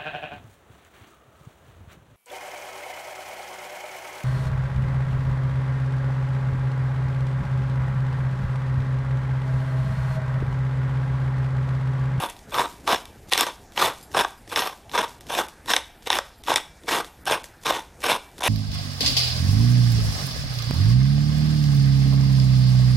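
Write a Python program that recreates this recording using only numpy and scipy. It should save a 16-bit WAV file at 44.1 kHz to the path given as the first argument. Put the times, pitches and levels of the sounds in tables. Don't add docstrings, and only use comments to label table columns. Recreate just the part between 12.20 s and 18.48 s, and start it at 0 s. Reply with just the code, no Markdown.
import sys
import numpy as np
from scipy import signal
from scipy.io import wavfile
from scipy.ndimage import uniform_filter1d

SR = 44100
rng = np.random.default_rng(int(sys.argv[2]) if len(sys.argv) > 2 else 0)


def output_pcm(signal):
    pcm = np.clip(np.atleast_2d(signal).T, -1, 1) * 32767
    wavfile.write(sys.argv[1], SR, np.round(pcm).astype(np.int16))


def gain_from_db(level_db):
    decades = np.asarray(level_db, float) / 20
    return 10 ** decades


N = 277036

# f/Hz, width/Hz, level/dB
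BODY = [(367, 70, -15.5), (469, 83, -8), (607, 98, -7.5), (760, 84, -5), (949, 124, 2), (1087, 135, -0.5),
        (1170, 130, -1), (1456, 150, -5), (1590, 76, -6)]
# f/Hz, width/Hz, level/dB
GRINDER = [(1889, 137, -6.5), (2297, 217, -4.5), (2500, 510, 2.5), (2920, 770, 6), (3496, 162, 0),
           (3845, 215, -3.5), (4280, 390, -6), (4960, 335, -8.5), (5395, 116, -7.5), (6060, 400, -7),
           (6600, 156, -17)]
# f/Hz, width/Hz, level/dB
SNAP = [(7120, 2140, 3.5), (8370, 600, -3), (9350, 240, -9), (10400, 1170, 2), (11770, 220, -19),
        (12570, 300, -16.5), (12700, 1340, 0)]
# bite t/s, hardest push t/s, release t/s, body grit level/dB, grinder grit level/dB
STROKES = [(-.06, 0.038, 0.077, -26, -34.5), (0.333, 0.412, 0.45, -17, -26), (.666, 0.748, 0.74, -16, -24),
           (1.17, 1.218, 1.265, -23.5, -22), (1.59, 1.615, 1.69, -17.5, -21),
           (1.961, 1.998, 2.046, -19, -24.5), (2.353, 2.385, 2.46, -19, -22),
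           (2.769, 2.782, 2.856, -20, -26.5), (3.117, 3.191, 3.246, -22.5, -29.5),
           (3.495, 3.535, 3.552, -21, -21.5), (3.895, 3.979, 3.997, -24.5, -26.5),
           (4.272, 4.342, 4.352, -16.5, -23), (4.67, 4.758, 4.8, -19, -25.5),
           (5.064, 5.128, 5.166, -18, -24), (5.466, 5.503, 5.595, -21.5, -26),
           (5.848, 5.91, 5.965, -18, -23), (6.23, 6.267, 7.2, -20.5, -21.5)]
# t/s, peak level/dB, body share level/dB, snap share level/dB
BREAKS = [(0.6756, -7, 2, -12), (0.725, -6.5, -24, -15), (1.1253, -2.5, -5, -8), (1.134, 4.3, -25, -7),
          (1.177, -0.5, -14, -4.5), (1.2087, -8, 2, 7.5), (1.5764, -8.5, -2, -17), (1.9902, -8, -11, -19),
          (2.008, -11, 5, -22), (2.0467, -10.5, 5, -21), (2.3595, -0.5, -13, -23), (2.372, -8, -3, -17),
          (2.3912, -5.5, -19, -25), (2.42, -8, -0.5, -24), (2.777, -5.5, -4, -25), (3.1499, -8, -13, -5),
          (3.5215, -22, -4, -14), (3.5353, 3, -8, -22), (3.5641, 2, -14, -7.5), (3.9023, -1, -6, -10),
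          (3.9286, -3, -18, -22), (3.9867, -7.5, 4, -2), (4.2829, -14.5, 5.5, -21), (4.3398, -8.5, -1, -3),
          (4.359, 0.5, -16, 2), (4.362, -6.5, -9, -12), (4.3794, -12.5, -1.5, -25), (4.7305, -18.5, 0, -12),
          (5.8435, -16, 3, -17), (5.9284, -10.5, -16, -16)]
# t/s, peak level/dB, snap share level/dB
TICKS = [(0.0991, -32, 15.5), (.1093, -30.5, -1), (0.165, -31.5, -12), (.191, -35.5, -12),
         (0.8545, -23.5, -2), (1.1067, -33, -17), (4.6354, -38, 0), (1.521, -33.5, -5), (1.9155, -32, -8),
         (2.2764, -31, -11), (2.2979, -28, -14), (2.6952, -29, -6), (2.7148, -24, -16), (2.879, -33, -11),
         (3.0082, -29.5, 1), (3.068, -29.5, 0), (3.2849, -25.5, 2.5), (3.459, -26.5, -2), (3.823, -33, -15),
         (3.8585, -40, 10.5), (4.237, -27, -1), (4.2647, -25, -6), (4.8454, -21.5, -8), (5.0554, -28, 9),
         (5.2417, -22, 2), (5.435, -29.5, -2), (5.805, -34, 6), (5.8183, -26.5, -3), (6.181, -27.5, 0),
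         (6.2064, -19, -5)]


def rms_one(x):
    return x / np.sqrt(np.mean(x ** 2) + 1e-20)


def resonance(x, hz, width_hz):
    r, w = np.exp(-np.pi * width_hz / SR), 2 * np.pi * hz / SR
    return signal.lfilter([0, np.sin(w)], [1, -2 * r * np.cos(w), r * r], x + 1e-18)


def ringing(x, hz, t60_s):
    return resonance(x, hz, np.log(1000) / np.pi / t60_s)


def filtered(x, order, hz, kind):
    return signal.sosfilt(signal.butter(order, hz, kind, fs=SR, output="sos"), x)


def drift(rate_hz):
    r = np.exp(-2 * np.pi * rate_hz / SR)
    return rms_one(signal.lfilter([1], [1, -2 * r, r * r], rng.standard_normal(N + SR))[SR:])


def effort(tables, column):
    gain = np.zeros(N)
    for rows in map(np.array, tables):
        start, end = rows[0, 0], rows[-1, 0]
        i = np.arange(max(round(start * SR), 0), min(round(end * SR), N))
        gain[i] += gain_from_db(np.interp(i / SR, rows[:, 0], rows[:, column]))
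    return uniform_filter1d(gain, size=201)


def loads():
    # bite t/s, release t/s, body level/dB, grinder level/dB
    catches = [(0.086, 0.132, -44, -40), (0.315, 0.364, -28, -35.5), (0.745, 0.781, -42, -31),
               (1.113, 1.15, -26.5, -21.5), (1.143, 1.191, -22.5, -22), (3.087, 3.14, -29, -34),
               (5.826, 5.866, -21.5, -27), (5.448, 5.49, -21.5, -23), (1.26, 1.315, -28.5, -33),
               (1.561, 1.604, -19.5, -22), (1.64, 1.725, -21, -27), (4.775, 4.825, -27, -35),
               (1.939, 1.977, -16, -26.5), (2.306, 2.355, -25, -28.5), (2.45, 2.525, -31, -35),
               (2.74, 2.803, -20.5, -28), (2.726, 2.76, -30, -36), (4.258, 4.29, -40, -40),
               (3.474, 3.51, -29, -31), (3.545, 3.608, -32, -31), (3.86, 3.902, -30, -30),
               (4.352, 4.397, -26, -23), (4.687, 4.735, -45, -28), (6.198, 6.236, -34.5, -57)]
    body_shape_db = (-20.5, -7.5, -13, -31)
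    grinder_shape_db = (-14.5, -6, -16, -31)
    bite_s, slip_s = 0.011, 0.028
    small = [(s, s + bite_s, end, body_db, grinder_db) for s, end, body_db, grinder_db in catches]
    stages = np.array([body_shape_db, grinder_shape_db])
    stages = np.insert(stages, 2, 0, axis=1)
    tables = []
    for bite, push, end, *db in list(STROKES) + small:
        bitten = min(bite + bite_s, push) - 1e-4
        s = np.maximum.accumulate([bite, bitten, push, end, end + slip_s])
        tables.append(np.vstack([s, stages + np.array(db)[:, None]]).T)
    return tables


def strike(clicks, modes, scatter, seating):
    out = 0
    for k, (hz, width_hz, db) in enumerate(modes):
        strength = np.roll(scatter, 997 * k)
        balance = gain_from_db(db + np.roll(seating, 23011 * k))
        out = out + resonance(clicks * strength * balance, hz, width_hz)
    return rms_one(out)


def grit():
    brittle_db = [-4, -6.5, -9, -9, -9, -6.5, -7.5, -9.5, -5.5, -7, -10.5, -9, -9.5, -8, -10, -8, -10]
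    grains_per_s, grain_spread_db, clump_db, clump_hz = 3000, 3, 2.5, 45
    seat_drift_db, seat_drift_hz = 3, 8.6
    sizes = gain_from_db(grain_spread_db * np.minimum(rng.exponential(1, N), 4))
    clumps = gain_from_db(clump_db * drift(clump_hz))
    chance = rng.random(N)
    clicks = sizes * (chance < grains_per_s / SR) * clumps
    splinters = np.sqrt(sizes) * (chance < 3 * grains_per_s / SR) * clumps
    scatter = rng.standard_normal(N)
    seating = seat_drift_db * drift(seat_drift_hz)
    push_s = [row[1] for row in STROKES]
    brittle = gain_from_db(np.interp(np.arange(N) / SR, push_s, brittle_db))
    body = gain_from_db(-2.0) * strike(clicks, BODY, scatter, seating)
    hard = strike(clicks, GRINDER, scatter, seating) + brittle * strike(splinters, SNAP, scatter, seating)
    spells = loads()
    return effort(spells, column=1) * body + effort(spells, column=2) * hard


def jamming():
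    jam_s, jam_db, whole_corn_db = 0.008, -4, -12.5
    t, hush_db = np.arange(N) / SR, np.zeros(N)
    for s, peak_db, *_ in BREAKS:
        if peak_db > whole_corn_db:
            near = slice(max(round(s * SR) - 1500, 0), round(s * SR))
            hush_db[near] += jam_db * np.exp((t[near] - s) / jam_s)
    return gain_from_db(hush_db)


def failures():
    # t/s, peak level/dB, body share level/dB
    chip_rows = [(.0422, -24, 13), (.343, -12, -15), (.406, -17, 2), (.745, -18, 3), (1.2668, -13, 2.5),
                 (1.2867, -27, 3), (1.946, -15, 10), (2.323, -25, 9), (2.7545, -15.5, 7.5),
                 (3.1024, -21.5, 8.5), (3.181, -16, -18), (3.1863, -16, -19), (3.4919, -19, -3),
                 (3.5696, -16, 2), (3.8729, -22, 4), (3.8813, -21, -8), (3.968, -17, 1.1),
                 (4.2975, -23, -17), (4.316, -12, 6), (4.7095, -21, 2), (5.069, -27, 2.1),
                 (5.0789, -16.5, -5), (5.124, -19, 1.1), (5.1756, -25, 9), (5.457, -13.5, 2),
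                 (5.467, -17, -17), (5.5054, -17, 11.5), (5.593, -22, -14), (6.2205, -17, 1),
                 (6.2595, -31, -16)]
    chip_snap_db, tick_body_db = -7.5, -8.5
    chips = [(s, db, body_db, chip_snap_db) for s, db, body_db in chip_rows]
    ticks = [(s, db, tick_body_db, snap_db) for s, db, snap_db in TICKS]
    return list(BREAKS) + chips + ticks


def cracks():
    burst_s, burst_db, mode_scatter_db = 0.0018, -14, 2.5
    s, peak_db, body_db, snap_db = np.transpose(failures())
    span = np.arange(400)
    lasting = burst_s * SR * gain_from_db(peak_db / 5)[:, None]
    bursts = gain_from_db(burst_db) * rng.laplace(size=(len(s), 400)) * np.exp(-span / lasting) / 3
    bursts[:, 0] = -1
    seat = rng.standard_normal((len(s), 30))
    at = np.round(s * SR).astype(int)[:, None] + span
    parts = ((BODY, peak_db + body_db - 10), (GRINDER, peak_db - 11.5), (SNAP, peak_db + snap_db - 10))
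    out, k = np.zeros(N), 0
    for modes, level_db in parts:
        for hz, width_hz, db in modes:
            gain = gain_from_db(level_db + db + mode_scatter_db * seat[:, k])
            force = np.zeros(N + 500)
            np.add.at(force, at, bursts * gain[:, None])
            out += (-1) ** k * resonance(force[:N], hz, width_hz)
            k += 1
    return out


def heft():
    hz, width_hz, level_db = 137, 65, -28
    shudder = resonance(rng.standard_normal(N), hz, width_hz)
    shudder = resonance(shudder, hz, width_hz)
    return gain_from_db(level_db) * effort(loads(), column=1) * rms_one(shudder)


def pauses():
    # start t/s, end t/s, trickling grounds level/dB, shifting grip level/dB
    rests = [(.12, 0.314, -59, -51.5), (0.466, 0.672, -43, -50.5), (0.777, 1.1, -42.5, -50),
             (1.315, 1.563, -50, -53.5), (1.732, 1.94, -43.5, -51), (2.073, 2.305, -48, -52.5),
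             (2.508, 2.737, -51, -54), (2.88, 3.089, -47, -54), (3.235, 3.476, -49, -52),
             (3.615, 3.86, -55, -57), (4.036, 4.265, -51.5, -56.5), (4.42, 4.667, -59, -57),
             (4.82, 5.076, -55, -55.5), (5.195, 5.441, -49, -55.5), (5.582, 5.822, -47, -52.5),
             (5.987, 6.196, -47, -53)]
    trickle_fall_db_per_s, regrip_s, regrip_trickle_db = 97, 0.042, -45
    grip_loose_db, grip_clench_db = -3.5, 7.5
    shaken_db, shaken_s, shaken_fade_db, still_db = -22, 0.064, -28, -120
    tables = []
    for s, end, fall_db, grip_db in rests:
        regrip = end - regrip_s
        thinned_db = fall_db - trickle_fall_db_per_s * (regrip - s)
        tables.append([(s, fall_db, grip_db + grip_loose_db),
                       (regrip, thinned_db, grip_db),
                       (end, regrip_trickle_db, grip_db + grip_clench_db)])
    for s, db, _ in TICKS:
        loose_db = db + shaken_db
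        tables.append([(s, loose_db, still_db), (s + shaken_s, loose_db + shaken_fade_db, still_db)])
    return tables


def settling():
    trickle_per_s, trickle_band_hz = 5700, [2160, 9040]
    grip_band_hz, grip_lump_db = [70, 442], 2.5
    specks = rng.laplace(size=N) * (rng.random(N) < trickle_per_s / SR) * gain_from_db(2.5 * drift(12.4))
    specks = rms_one(filtered(specks, 1, trickle_band_hz, "band"))
    grip = rng.standard_normal(N) * gain_from_db(grip_lump_db * drift(30))
    grip = rms_one(filtered(grip, 2, grip_band_hz, "band"))
    spells = pauses()
    return gain_from_db(-3.5) * effort(spells, column=1) * specks + gain_from_db(-1.0) * effort(spells, column=2) * grip


def bowl():
    # f/Hz, level/dB, t60/s
    glass = [(4931, -5, .1), (7560, -8, .2), (7540, -5, .2), (9087, -3, .14), (9765, -8, .2),
             (11600, -8, .15), (11500, -8, .2), (13280, -4, .08), (14440, -8, .15)]
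    # t/s, peak level/dB
    pings = [
        (1.8277, -37),
        (2.1774, -48),
        (4.158, -58),
        (4.1806, -50),
    ]
    s, peak_db = np.transpose(pings)
    spot = rng.standard_normal((len(s), 14))
    out = 0
    for k, (hz, db, t60_s) in enumerate(glass):
        taps = np.zeros(N)
        taps[(s * SR).astype(int)] = gain_from_db(peak_db + db - 12.5 + 3 * spot[:, k])
        out = out + ringing(taps, hz, t60_s)
    return out


def sympathy(mill):
    # f/Hz, level/dB, t60/s
    low_glass = [(1910, -5, 0.33), (2320, -7, 0.84), (2750, -8, 0.37), (3680, -3, 0.26), (3817, -9, 0.22)]
    level_db, longest_ring_s = -61.5, 0.56
    rings = sum(gain_from_db(db) * ringing(mill, hz, min(t60_s, longest_ring_s)) for hz, db, t60_s in low_glass)
    return gain_from_db(level_db) * rings


def kitchen(x):
    t60_s, treble_loss_hz, first_walls_s = 0.35, 8560, 0.011
    t = np.arange(SR) / SR
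    noise = rng.standard_normal(SR)
    low = filtered(noise, 1, treble_loss_hz, "low")
    tail = low * gain_from_db(-60 * t / t60_s) + (noise - low) * gain_from_db(-90 * t / t60_s)
    tail = tail * np.clip(t / first_walls_s, 0, 1)
    return signal.fftconvolve(x, tail / np.sqrt(np.sum(tail ** 2)))[:N]


def air():
    # f/Hz, level per Hz/dB
    hush = [(12, -33), (20, 3.5), (58, 10.5), (238, -10), (298, -20), (478, -17), (834, 0), (1340, -27),
            (1540, -7.5), (2150, -14.5), (3540, -18), (13100, -24), (15500, -39)]
    hush_db, patch_db, patch_hz = -53, 3, 7.3
    hum_hz, hum_width_hz, hum_db = 59, 16, -62
    edges = 20 * 2 ** np.arange(0, 9.7, .5)
    white = rng.standard_normal((2, N + SR))
    hz, db = np.transpose(hush)
    patches = patch_db * drift(patch_hz)
    out = 0
    for k, (low, high) in enumerate(zip(edges, edges[1:])):
        band = filtered(white[k % 2], 2, [low, high], "band")[SR:]
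        band_db = np.interp(np.log(low * high) / 2, np.log(hz), db)
        out = out + band * gain_from_db(band_db + np.roll(patches, 13001 * k))
    hum = resonance(rng.standard_normal(N + SR), hum_hz, hum_width_hz)[SR:]
    return gain_from_db(hush_db) * rms_one(out) + gain_from_db(hum_db) * rms_one(hum)


def scene():
    mill_low_hz, kitchen_db = 233, -15
    mill = filtered(jamming() * grit() + cracks(), 3, mill_low_hz, "high")
    near = mill + heft() + settling() + bowl() + sympathy(mill)
    return np.tile(near + gain_from_db(kitchen_db) * kitchen(mill) + air(), (2, 1))


def blanked_treble(x):
    blanks = [
        2.997,
        3.275,
        4.228,
        5.044,
        5.229,
        6.199,
    ]
    blank_s, from_hz = 0.004, 3500
    t = np.arange(N) / SR
    treble = signal.sosfiltfilt(signal.butter(4, from_hz, "high", fs=SR, output="sos"), x)
    return x - treble * sum(np.exp(-((t - s) / blank_s) ** 4) for s in blanks)


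def smeared_treble(x):
    share, from_hz, width_hz = 0.15, 8900, 700
    hz, t, cells = signal.stft(x, SR, nperseg=2048, noverlap=1024)
    band = (hz // width_hz).astype(int)
    level = np.abs(cells[0]).mean(axis=0)
    chance = np.repeat(rng.random((64, len(t))), 2, axis=1)
    chosen = chance[band % 64, :len(t)] < share
    patch = chosen * (level > np.median(level)) * (hz > from_hz)[:, None]
    flipped = np.stack([cells[0], cells[1] * (1 - 2 * patch)])
    return signal.istft(flipped, SR, nperseg=2048, noverlap=1024)[1][:, :N]


def band_limit(x):
    return signal.sosfilt(signal.butter(12, 15700, fs=SR, output="sos"), x)


def record(dry):
    squeeze, knee_db, release_db_per_s, mic_top_hz = 0.07, -35, 41, 15500
    level_db = 10 * np.log10(uniform_filter1d(dry[0] ** 2, size=441) + 1e-12)
    fall = release_db_per_s * np.arange(N) / SR
    held_db = np.maximum.accumulate(level_db + fall) - fall
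    duck_db = -squeeze * (np.maximum(held_db, knee_db) + 19)
    x = dry * gain_from_db(uniform_filter1d(duck_db, size=441))
    x = signal.sosfilt(signal.cheby2(12, 45, mic_top_hz, fs=SR, output="sos"), x)
    x = 2.205 * np.tanh(x / 2.093)
    mix = smeared_treble(blanked_treble(x))
    return band_limit(mix)


dry = scene()
out = record(dry)
output_pcm(out)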